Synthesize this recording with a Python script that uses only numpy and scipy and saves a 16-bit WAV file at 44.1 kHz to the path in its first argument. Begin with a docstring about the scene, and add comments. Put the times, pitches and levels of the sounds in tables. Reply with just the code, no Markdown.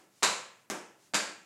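"""Strike training in a small, bare-walled storage room; one microphone, a few metres away.
At first an earlier blow is still dying away, under a soft bump of shifting weight. An arm swishes down
and smacks over a wooden block (0.23 s), is pulled back with a duller thump against the body (0.70 s),
then swishes down and smacks again (1.14 s). One more soft bump follows. The room rings after every
blow, over a faint, steady room noise."""
import sys
import numpy as np
from scipy import signal
from scipy.fft import rfft, irfft
from scipy.io import wavfile

SR = 44100
rng = np.random.default_rng(int(sys.argv[2]) if len(sys.argv) > 2 else 0)


def generate_wav(sig):
    """Save sig (samples, or channels by samples) to the path in sys.argv[1] as 16-bit PCM at SR."""
    pcm = np.round(np.clip(np.atleast_2d(sig).T, -1, 1) * 32767).astype(np.int16)
    wavfile.write(sys.argv[1], SR, pcm)


N = 63945

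TOUCH_DECAY_S, SMACK_DECAY_S, TOUCH_DULL_HZ = 0.002913, 0.00233, 1500
BODY_WIDTH_HZ, HOLLOW_WIDTH_HZ, CRACK_WIDTH_HZ = 46, 106, 190
THUD_LAG_S = 0.0037
# Spectrum of smacking skin: f/Hz, level/dB
SMACK_SPECTRUM = [(30, -37), (90, -25.5), (165, -8), (215, -3), (265, -10.5), (400, -6.5), (600, -1),
                  (800, -1.5), (1300, -0.5), (1900, -1.5), (2450, -0.5), (3250, -4.5), (4200, -2),
                  (5700, -4.5), (7300, 0.5), (8500, -6.5), (11400, -16), (12800, -23), (16000, -42)]
# Blows over the block: touch t/s, level/dB; full contact t/s, level/dB; floor thud level/dB;
# then f/Hz, boost/dB for each of body note, hollow note and crack
STRIKE_EVENTS = [(0.2245, -8.5, 0.2298, 1, -24, 515, 4.5, 1036, 6.5, 4010, 5.5),
                 (1.1362, -8.5, 1.1437, -2.7, -36, 317, 6, 1600, 5.5, 4700, 6)]
def strikes():
    """Each strike touches first, lands flat with three resonances, then pushes into the floor."""
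    out = np.zeros(N)
    for touch_s, touch_db, smack_s, smack_db, thud_db, *resonances in STRIKE_EVENTS:
        body_hz, body_db, hollow_hz, hollow_db, crack_hz, crack_db = resonances
        peaks = [(body_hz, BODY_WIDTH_HZ, body_db),
                 (hollow_hz, HOLLOW_WIDTH_HZ, hollow_db),
                 (crack_hz, CRACK_WIDTH_HZ, crack_db)]

        def colour(hz):
            """The smack's spectrum with this strike's resonances, in dB."""
            boost_db = sum(db / (1 + ((hz - f) / width) ** 2) for f, width, db in peaks)
            return read(SMACK_SPECTRUM, hz) + boost_db

        dull_click = pulse(lambda hz: colour(hz) - 10 * np.log10(1 + (hz / TOUCH_DULL_HZ) ** 2))
        touch = np.convolve(dull_click, contact(TOUCH_DECAY_S))
        add(out, touch_s, amp(touch_db) * room(touch, wet_db=-1.5))
        smack = np.convolve(pulse(colour), contact(SMACK_DECAY_S))
        add(out, smack_s, amp(smack_db) * room(smack))
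        add(out, smack_s + THUD_LAG_S, amp(thud_db) * room(floor_thud(), wet_db=-10))
    return out


def floor_thud(hz=138, decay_s=0.004):
    """The low push of a blow sets the floor into a heavily damped swing."""
    t = np.arange(4096) / SR
    return unit(t * np.exp(-t / decay_s) * np.sin(2 * np.pi * hz * t))


THUMP_DECAY_S, EARLIER_BLOW_S, EARLIER_BLOW_DB = 0.0014, -0.23, -12
# Spectrum of the arm meeting the body: f/Hz, level/dB
THUMP_SPECTRUM = [(30, -24), (90, -24.5), (190, 0), (260, -3), (350, 4), (480, -3), (680, 0.5), (1200, -4),
                  (1700, -6), (2500, -8), (4000, -16.5), (8000, -13.5), (15000, -30)]
# Spectrum of the tick of skin that comes with it: f/Hz, level/dB
TICK_SPECTRUM = [(100, -27), (4300, -11), (5100, 1), (6500, 3), (7500, -5), (10000, -10), (13000, -23),
                 (16000, -35)]
# The arm pulled back: t/s, thump level/dB, tick level/dB
PULL_BACKS = [(0.7003, -11.5, -15)]
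def body_thumps():
    """The arm comes back against the body with a dull thump and a sharp tick of skin."""
    out = np.zeros(N)
    for s, thump_db, tick_db in PULL_BACKS:
        add(out, s, amp(thump_db) * room(impact(THUMP_SPECTRUM, THUMP_DECAY_S)))
        tick = impact(TICK_SPECTRUM, decay_s=0.000381)
        add(out, s, amp(tick_db) * room(tick, wet_db=-6))
    earlier_blow = room(impact(THUMP_SPECTRUM, THUMP_DECAY_S))
    add(out, EARLIER_BLOW_S, amp(EARLIER_BLOW_DB) * earlier_blow)  # only its tail is heard
    return out


TAIL_DB, TAIL_START_S, TAIL_RISE_S, MODES_DB = 6, 0.00035, 0.0062, -21
# First reflections from floor and walls to the microphone: delay/s, level/dB
REFLECTIONS = [(.0019, -3.5), (.0062, -3.5), (.0075, -5.5), (0.0125, -7), (.0135, -13.5), (.018, -6.5)]
# Decay of the diffuse tail between the bare walls: f/Hz, t60/s
TAIL_DECAY = [(50, 0.3), (110, 0.49), (200, 0.45), (350, 0.61), (700, 0.54), (1400, 0.53), (2500, 0.56),
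              (4500, .47), (7500, 0.46), (11000, 0.38), (16000, 0.18)]
# Ringing of the room and the things stored in it: f/Hz, level/dB relative to MODES_DB, t60/s
ROOM_MODES = [(207, 4, 0.19), (306, 2.5, .5), (392.4, -1, 0.46), (604, 2, 0.42), (876, -6, 0.66),
              (981, -6, 0.3), (1095, -5.5, 0.58), (1332, 5, 0.55), (1579, 6.5, 0.35), (1705, 1, 0.65),
              (2048, -8, 0.65), (3744, 9, 0.29), (4030, 6.5, 0.19), (7030, -18, .5)]
def room(sound, wet_db=0):
    """What reaches the microphone: direct sound, first reflections, a diffuse tail and ringing modes."""
    t = np.arange(SR) / SR
    hz, frame_s, spectra = signal.stft(rng.standard_normal(SR), SR, nperseg=512)
    decay = amp(-60 * frame_s / read(TAIL_DECAY, hz)[:, None])
    tail = signal.istft(spectra * decay, SR, nperseg=512)[1][:SR]
    swell = np.clip((t - TAIL_START_S) / TAIL_RISE_S, 0, 1)
    response = amp(TAIL_DB) * unit(tail * swell)
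    for (f, db, t60), phase in zip(ROOM_MODES, rng.random(len(ROOM_MODES))):
        ring = amp(-60 * t / t60) * np.sin(2 * np.pi * (f * t + phase))
        response += amp(MODES_DB + db) * unit(swell * ring)
    for delay, db in REFLECTIONS:
        add(response, delay, amp(db) * contact(decay_s=0.0003))
    response *= amp(wet_db)
    response[0] += 1  # direct sound
    return signal.fftconvolve(sound, response)


# Spectrum of a soft knock on the carpet: f/Hz, level/dB
BUMP_SPECTRUM = [(30, -23), (110, -12), (170, -7), (250, -5), (330, 6.5), (450, -9), (1000, -20),
                 (4000, -31), (16000, -58)]
# Shifts of the body's weight: t/s, level/dB
WEIGHT_SHIFTS = [(0.015, -40), (1.322, -34)]
def carpet_bumps():
    """A knee or foot knocks faintly on the carpet as the weight shifts."""
    out = np.zeros(N)
    for s, db in WEIGHT_SHIFTS:
        add(out, s, amp(db) * room(impact(BUMP_SPECTRUM, decay_s=0.0015), wet_db=-8))
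    return out


# Spectrum of moving cloth: f/Hz, level/dB
SWISH_SPECTRUM = [(100, -15), (600, -8), (2000, -4.5), (4000, -3), (7000, -0.5), (9500, -7), (15000, -20)]
# Swings of the arm: fastest moment t/s, half length/s, level/dB
SWINGS = [(0, 0.043, -68), (0.207, 0.07, -67), (0.613, 0.037, -74), (1.051, 0.044, -66)]
def swishes():
    """Arm and clothes sweep through the air: a soft hiss that swells with each swing."""
    t = np.arange(N) / SR
    swell = sum(amp(db) * np.exp(-0.5 * ((t - s) / half_s) ** 2) for s, half_s, db in SWINGS)
    return noise(SWISH_SPECTRUM) * swell


# Spectrum of the quiet room at the microphone: f/Hz, level/dB
ROOM_TONE_SPECTRUM = [(25, -28), (60, -12), (100, 4.5), (170, 8), (350, 2), (700, -2), (1500, -3.5),
                      (3500, -16), (7000, -11), (10000, -10.5), (15500, -16), (16500, -32)]
def room_tone(level_db=-71):
    """Faint, steady noise, strongest in the low range."""
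    return amp(level_db) * noise(ROOM_TONE_SPECTRUM)


def impact(spectrum, decay_s):
    """A click of the given spectrum, spread over a brief contact."""
    return np.convolve(pulse(lambda hz: read(spectrum, hz)), contact(decay_s))


def contact(decay_s, size=1024, passes=8):
    """A brief burst of even spectrum: skin meets its target over a few milliseconds."""
    fade = np.exp(-np.arange(size) / SR / decay_s)
    burst = rng.standard_normal(size) * fade
    for _ in range(passes):
        spectrum = rfft(burst * np.minimum(3 * fade, 1))  # keep it short
        burst = irfft(spectrum / (abs(spectrum) + 1e-12))  # flatten its spectrum
    return unit(burst)


def pulse(colour_db, size=4096):
    """A causal click of unit energy whose spectrum is the function colour_db."""
    hz = abs(np.fft.fftfreq(size, 1 / SR))
    log_gain = np.log(amp(colour_db(hz)))
    minimum_phase = np.exp(np.conj(signal.hilbert(log_gain)))
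    return unit(np.fft.ifft(minimum_phase).real)


def noise(spectrum):
    """Steady noise of rms one with the given spectrum."""
    gain = amp(read(spectrum, np.fft.rfftfreq(N, 1 / SR)))
    return unit(irfft(rfft(rng.standard_normal(N)) * gain, N)) * np.sqrt(N)


def amp(db):
    """Decibels to gain."""
    return 10 ** (np.asarray(db) / 20)


def read(points, hz):
    """Reads a table on a log-frequency axis."""
    f, value = np.transpose(points)
    return np.interp(np.log(hz + 1), np.log(f + 1), value)


def unit(x):
    """Scales a sound to an energy of one."""
    return x / np.sqrt(np.sum(x ** 2) + 1e-20)


def add(mix, s, sound):
    """Mixes a sound in at time s, which may lie before the start."""
    at = round(s * SR)
    sound = sound[max(-at, 0):]
    part = mix[max(at, 0):][:len(sound)]
    part += sound[:len(part)]


def scene():
    """Blows and swings over the quiet room, in mono from a few metres away."""
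    return (strikes() + body_thumps() + carpet_bumps() + swishes() + room_tone())[None]


def record(dry):
    """The recorder's band limit cuts the highest treble."""
    lowpass = signal.firwin(511, cutoff=16100, window=("kaiser", 9), fs=SR)
    return signal.oaconvolve(dry, lowpass[None], "same")


dry = scene()
out = record(dry)
generate_wav(out)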